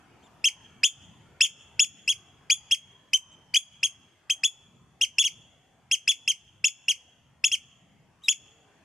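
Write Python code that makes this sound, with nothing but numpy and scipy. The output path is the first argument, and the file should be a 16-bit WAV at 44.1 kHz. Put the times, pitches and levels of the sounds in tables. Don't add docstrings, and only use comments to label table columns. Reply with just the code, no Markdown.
import sys
import numpy as np
from scipy import signal
from scipy.fft import rfft, irfft
from scipy.io import wavfile
from scipy.ndimage import uniform_filter1d, minimum_filter1d

SR = 44100
rng = np.random.default_rng(int(sys.argv[2]) if len(sys.argv) > 2 else 0)


def wav_out(sig):
    wavfile.write(sys.argv[1], SR, np.round(np.clip(np.atleast_2d(sig).T, -1, 1) * 32767).astype(np.int16))


N = 389844


def gain_of(db):
    return 10 ** (np.asarray(db) / 20)


def evened(x):
    return x / np.sqrt(np.mean(x ** 2) + 1e-20)


def read(points, hz, axis=1):
    columns = np.transpose(points)
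    return np.interp(np.log(hz + 1), np.log(columns[0] + 1), columns[axis])


def add(mix, s, sound):
    part = mix[round(s * SR):][:len(sound)]
    part += sound[:len(part)]


def noise(spectrum, size):
    hz = np.fft.rfftfreq(size, 1 / SR)
    white = rfft(rng.standard_normal(size))
    return evened(irfft(white * gain_of(read(spectrum, hz)), size))


def wobble(hz, size):
    f = np.fft.rfftfreq(size, 1 / SR)
    white = rfft(rng.standard_normal(size))
    return evened(irfft(white * np.exp(-(f / hz) ** 2) * (f > 0), size))


def bump(t, centre, width, height):
    return height * np.exp(-((t - centre) / width) ** 2)


def air(level_db=2, patchy_db=3.0, lean_db=0.5, treble_follow=0.52):
    # frequency in Hz, relative level in dB.
    air_colour = [(25, -27.5), (50, -17), (85, -4.5), (140, -4), (250, -10), (400, -16), (530, -18),
                  (700, -14.5), (1400, -20.5), (2600, -23.5), (3400, -26), (3900, -34.5), (6500, -32),
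                  (14300, -48)]
    # frequency in Hz, likeness (1 is identical).
    air_likeness = [(30, .5), (90, .95), (170, .9), (350, .76), (750, .77), (1500, .8), (5000, .17),
                    (14000, .3)]
    base_db, extra_db, settle_s = -68.5, 12.5, 4.6
    swell_s, swell_width_s, swell_db = 8.8, 0.61, 4.7

    frames, hz = N // 512 + 5, np.fft.rfftfreq(2048, 1 / SR)
    a, b, c, d, patches = rng.standard_normal((5, frames, len(hz)))
    patches = uniform_filter1d(patches, size=14, axis=0)
    patches = evened(uniform_filter1d(patches, size=8, axis=1))
    same = np.clip(read(air_likeness, hz), -1, 1)
    left = a + 1j * b
    right = same * left + np.sqrt(1 - same ** 2) * (c + 1j * d)
    z = np.array([left, right])

    t = np.arange(frames)[:, None] * 512 / SR
    db = base_db + extra_db * np.exp(-t / settle_s) + bump(t, swell_s, swell_width_s, swell_db)
    follow = read([(1500, 0.90664), (6000, treble_follow)], hz)
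    z *= gain_of(read(air_colour, hz) + patchy_db * patches + (db - db.mean()) * follow)
    sound = signal.istft(z.transpose(0, 2, 1), nperseg=2048, noverlap=1536)[1][:, :N]
    sides = np.array([[lean_db], [-lean_db]])
    return gain_of(db.mean() + level_db + sides) * evened(sound)


def pip(row, scoop=.004, attack=0.0018, drop=.012, end_pitch=.65, jitter=0.002, shimmer=0.057,
        flutter=0.16, rasp_db=-30, rasp_per_force_db=-2, collapse_db=-3):
    opening_pitch = [(0, 0.9264), (.35, 1.0269), (.7, 1.02), (1, 1.2312)]
    crest_pitch = [(.06, .96), (.22, .992), (.42, 1.004), (.66, .992), (.85, .96), (1, .915)]
    # frequency in Hz, relative level in dB.
    rasp_colour = [(300, -49.5), (1300, -36), (1800, -13.5), (2600, -3), (3300, -5), (3700, -21.5),
                   (4200, -22.5), (4900, -4.5), (6800, -2.5), (8000, -2.5), (9000, -12.5), (10000, -7),
                   (12500, -15), (15000, -29.5)]
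    # frequency in Hz, gain in dB.
    throat_colour = [(1000, -18.5), (1500, -8), (2400, -6), (3500, -0.5), (3700, -8.5), (4150, -11),
                     (4700, -2), (7000, -3.5), (7800, 0.5), (8800, -12.5), (10000, -2.5), (12000, -5),
                     (14000, -14.5)]
    # (dB in a plain pip, dB per unit of force)
    opening_gain, crest_gain, octave_gain, third_gain = (-1.1, 7), (0, -10.5), (-5, 8), (-16.5, -2.5)
    opening_octave_db = -5.5
    throat_peak = (2800, 120, 2)
    fade_db_per_hz = 0.0218
    waist_db_per_hz, push_db_per_hz, push_before_s, push_width_s = -.02, .015, .003, .003

    s, flip, fall, low_hz, top_hz, climb_hz, level_db, force, scoop_db, fall_db = row
    t = np.arange(-scoop, fall + drop * 1.5, 1 / SR)
    crest = fall - flip

    contour = [(-scoop, 0.56 * low_hz), (-scoop / 4, .74 * low_hz)]
    contour += [(u * flip, k * low_hz) for u, k in opening_pitch]
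    contour += [(flip + u * crest, k * top_hz + (u - .5) * climb_hz) for u, k in crest_pitch]
    contour += [(fall + drop, end_pitch * top_hz), (t[-1], .92 * end_pitch * top_hz)]
    hz = np.interp(t, *np.transpose(contour))
    unsteady = 1 + bump(t, flip, 0.0046, 2.5) + 3.8 * np.clip((t - fall) / drop * 2, 0, 1)
    shaky_hz = hz * (1 + jitter * unsteady * wobble(1500, len(t)))
    phase = 2 * np.pi * np.cumsum(shaky_hz) / SR

    knots = [-scoop, -attack / 2, attack / 2, 1.0 * flip, flip + 0.15 * crest,
             flip + 0.83912 * crest, fall + .15 * drop, fall + .7 * drop, t[-1]]

    def swell(start, opening, top, slack, fade=0):
        levels = [start - 8, start, opening, opening, top + fade / 2, top - fade / 2,
                  slack, slack - 4, slack - 28]
        db = level_db + np.interp(t, knots, levels)
        return uniform_filter1d(gain_of(db), size=24) * (1 + flutter * wobble(140, len(t)))

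    open_db, crest_db, octave_db, third_db = (
        plain + force * gain for plain, gain in (opening_gain, crest_gain, octave_gain, third_gain))
    start_db, open2_db = open_db + scoop_db, open_db + opening_octave_db
    first = swell(start_db, open_db, crest_db, fall_db, fade=fade_db_per_hz * climb_hz)
    first *= gain_of(bump(hz, *throat_peak))
    sag_hz = max(-climb_hz, 0)
    waist = bump(t, flip + crest / 2, crest / 4, waist_db_per_hz * sag_hz)
    push = bump(t, fall - push_before_s, push_width_s, push_db_per_hz * sag_hz)
    first *= gain_of(waist + push)
    second = swell(start_db - 7.5, open2_db, octave_db, fall_db - 6.5)
    third = swell(start_db - 17.0, open2_db - 13.5, third_db, third_db - 8.0)
    fourth = swell(start_db - 25.0, open2_db - 20.5, third_db - 13, third_db - 16.0, fade=4.5)

    partials = []
    for k in range(1, 6):
        tone = np.sqrt(2) * np.sin(k * phase) * gain_of(read(throat_colour, k * hz))
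        partials.append(tone * (1 + k * shimmer * wobble(700, len(t))))
    power = np.hypot(first, second)
    collapse = bump(t, fall + drop / 2, drop / 2, gain_of(collapse_db))
    roughness = power * unsteady + power.max() * collapse
    rasp = gain_of(rasp_db + force * rasp_per_force_db) * roughness * noise(rasp_colour, len(t))
    overtones = third * partials[2] + fourth * (partials[3] + .3 * partials[4]) + rasp

    beam = first * partials[0] + second * partials[1] + overtones
    spread = 1.0507 * np.sqrt(power * first) * partials[0]
    spread += 0.99425 * np.sqrt(power * second) * partials[1] + overtones
    spread *= gain_of(np.interp(t, [0.18 * flip, flip], [-3.5, .5]))
    edges = signal.windows.tukey(len(t), .07)
    return s - scoop, beam * edges, spread * edges


def garden(x, wall_s=.19, wall_width=0.013, wall_db=4, first_s=0.0013):
    # frequency in Hz, near scatter in dB, its time to die by 60 dB in seconds,
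    # far echo in dB, its time to die by 60 dB in seconds.
    garden_echoes = [(1500, -13, 0.15, -35.5, 0.59), (2758.6, -9.5, 0.13, -34, 1.3),
                     (3187.6, -13, 0.13, -34, 1.2), (5070, -12, 0.098, -31.5, 0.41),
                     (6350.4, -14, .15, -37, .9), (7900, -6.5, 0.14, -34, 1.3),
                     (13970, -8, 0.12, -39.5, 0.33)]
    size = SR
    hz, t, z = signal.stft(rng.standard_normal((3, size)), SR, nperseg=128)
    near_db, near_t60, far_db, far_t60 = (read(garden_echoes, hz, axis=k)[:, None] for k in range(1, 5))

    def decay(db, t60):
        return gain_of(db - 60 * t / t60) * np.sqrt(2 * np.log(1000) / (t60 * SR))

    wall = gain_of(bump(t, wall_s, wall_width, wall_db))
    shape = np.hypot(decay(near_db, near_t60), decay(far_db, far_t60) * wall)
    shape *= np.clip(t / first_s - .5, 0, 1)
    same = np.clip(read([(3000, .75), (7000, 0.17), (11000, .2)], hz), 0, 1)[:, None]
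    both = np.sqrt(same) * z[2] + np.sqrt(1 - same) * z[:2]
    tails = signal.istft(both * shape, SR, nperseg=128)[1]
    return signal.fftconvolve(x[None], tails, axes=1)[:, :N]


def ports(x, share):
    # frequency in Hz, left minus right in dB, lead of the left in radians.
    port_lean = [(1000, 0, 0), (2600, -.4, .3), (3400, -.2, -.22), (5200, 2.5, -.4), (6800, 4.5, -.4),
                 (7800, 6, -1.1), (8800, 0, -.9), (10000, -9, -.8), (14000, -12, -.8)]
    hz = np.fft.rfftfreq(N, 1 / SR)
    lean = gain_of(share * read(port_lean, hz) / 2) * np.exp(.5j * share * read(port_lean, hz, axis=2))
    pair = np.array([lean, 1 / lean])
    return irfft(rfft(x) * pair / abs(pair.mean(0)), N)


def birds(bounce_s=(.0031, .0038), bounce_db=-17, lean_db=0.4104):
    # onset in seconds, flip in seconds after it, fall in seconds after it,
    # opening pitch in Hz, crest pitch in Hz, climb across the crest in Hz, level in dB,
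    # force (0 plain, 1 sharp, below 0 soft), scoop in dB relative to the opening, fall in dB relative to the pip.
    pip_rows = [(.228, .012, .042, 3129, 3625, 0.5, -62.5, 0.1076, -4.5, -1),
                (0.4426, 0.013842, .037, 2653, 3254, -40, -11.5, -0.0232, -28, -6),
                (0.835, .011, .032, 2541, 3224, -0.5, -10.5, 0.2682, -12, -20.5),
                (.84, 0.007453, .031, 2810, 3489, -0.5, -13.5, .5, -29, -24.5),
                (1.4088, 0.011903, .035, 2626, 3476, 140, -10, 0.5992, -13, -8),
                (1.431, .008, .028, 2702, 3291, 0.5, -17.5, -0.156, -20.5, -6),
                (1.7947, 0.009107, .044, 2645, 3444, 60, -11.5, 0.8882, -30, -13),
                (2.077, 0.016815, .043, 2622, 3345, 0, -16, -0.0398, -36, -10),
                (2.5, 0.008348, .036, 2381, 3365, 260, -11.5, 0.4436, -26.5, -28.5),
                (2.7115, 0.008939, .03, 2712, 3307, 100.5, -13.5, -0.304, -23, -8),
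                (3.133, 0.005466, .034, 2520, 3141, 145, -12.5, -0.0027, -28, -22),
                (3.31, .012, .04, 3218, 3800, 0, -68.5, 0.323, -25.5, -4),
                (3.54, 0.0065, 0.021, 2358, 3138, 200, -16, -0.0596, -21.5, -14),
                (3.557, 0.007194, 0.024, 2384, 3341, 201, -10, -0.0422, -22, -32),
                (3.832, 0.00864, .032, 2658, 3323, -59, -15.5, 0.3484, -15, -18.5),
                (4.299, 0.006007, .028, 2546, 3256, 80.5, -16, 0.0029, -17, -22.5),
                (4.4362, 0.010457, 0.032, 2580, 3437, 60, -14.5, 0.1176, -13.5, -24),
                (5.012, 0.009248, 0.031016, 2742, 3222, -160, -14, -0.0401, -26.5, -7.5),
                (5.184, 0.009294, .037, 2668, 3440, 49.5, -12, 0.193, -29.5, -6),
                (5.239, .013, .033, 2790, 3300, -200, -17.5, 0.1631, -35.5, -5.5),
                (5.913, 0.008952, .033, 2658, 3265, -140, -14, 0.1248, -31.5, -10),
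                (6.078, 0.01114, .034, 2612, 3437, 41, -12.5, -0.018, -15, -4.5),
                (6.277, 0.009243, 0.035464, 2660, 3237, -100, -16, 0.0561, -28.5, -7),
                (6.643, 0.010076, .032, 2657, 3447, -0.5, -15.5, 1.0656, -27.5, -7.5),
                (6.883, 0.010063, .03, 2742, 3285, -200, -14.5, 0.0041, -26.5, -5),
                (7.4414, 0.008253, .032, 2648, 3425, 19.5, -15, 0.849, -23.5, -10),
                (7.516, .009, .031, 2721, 3237, -200, -17.5, -0.1292, -30.5, -5.5),
                (8.22, 0.012976, 0.05094, 3109, 3864, 1.5, -52, -1.5965, -6, -1),
                (8.2837, 0.008299, .036, 2612, 3444, 61, -14, 0.8597, -25.5, -8.5)]
    direct, around = np.zeros((2, N)), np.zeros(N)
    for row in pip_rows:
        s, beam, spread = pip(row)
        path = rng.uniform(0.62, 1.4)
        for port, side, delay in zip(direct, (1, -1), bounce_s):
            add(port, s, gain_of(side * lean_db / 2) * beam)
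            add(port, s + path * delay, gain_of(bounce_db) * spread)
        add(around, s, spread)
    return ports(direct, share=1) + ports(garden(around), share=0.67)


def hoot(level_db=-74, under_db=-6):
    start_s, length_s, base_hz = 8.42, .4, 407
    lift_s, lift_width_s, lift_hz = .16, .08, 56
    t = np.arange(0, length_s, 1 / SR)
    hz = base_hz + bump(t, lift_s, lift_width_s, lift_hz)
    phase = 2 * np.pi * np.cumsum(hz * (1 + 0.007538 * wobble(40, len(t)))) / SR
    lower = np.sin(2 / 3 * phase)
    note = np.sqrt(2) * (np.sin(phase) + gain_of(under_db) * lower)
    out = np.zeros(N)
    add(out, start_s, note * gain_of(level_db) * signal.windows.tukey(len(t), .35))
    return out


def scene():
    return air() + birds() + hoot()


def record(dry, threshold_db=-22, squeeze=0.58013, recover_db=90, lag_s=0.0039):
    edge_hz, ceiling = 14300, .61
    power_db = 10 * np.log10(abs(uniform_filter1d((dry ** 2).mean(0), size=90)) + 1e-12)
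    fall = np.arange(N) * recover_db / SR
    held_db = np.maximum.accumulate(power_db + fall) - fall
    over_db = np.maximum(held_db - threshold_db, 0)
    hold = np.exp(-1 / (lag_s * SR))
    ducking_db = squeeze * signal.lfilter([1 - hold], [1, -hold], over_db)
    ducked = dry / gain_of(ducking_db)
    peak = -minimum_filter1d(-abs(ducked).max(0), size=160)
    ducked = ducked * uniform_filter1d(ceiling / np.maximum(peak, ceiling), size=120)
    low_pass = signal.firwin(201, edge_hz, window=("kaiser", 9), fs=SR)
    return signal.oaconvolve(ducked, low_pass[None], "same")


dry = scene()
out = record(dry)
wav_out(out)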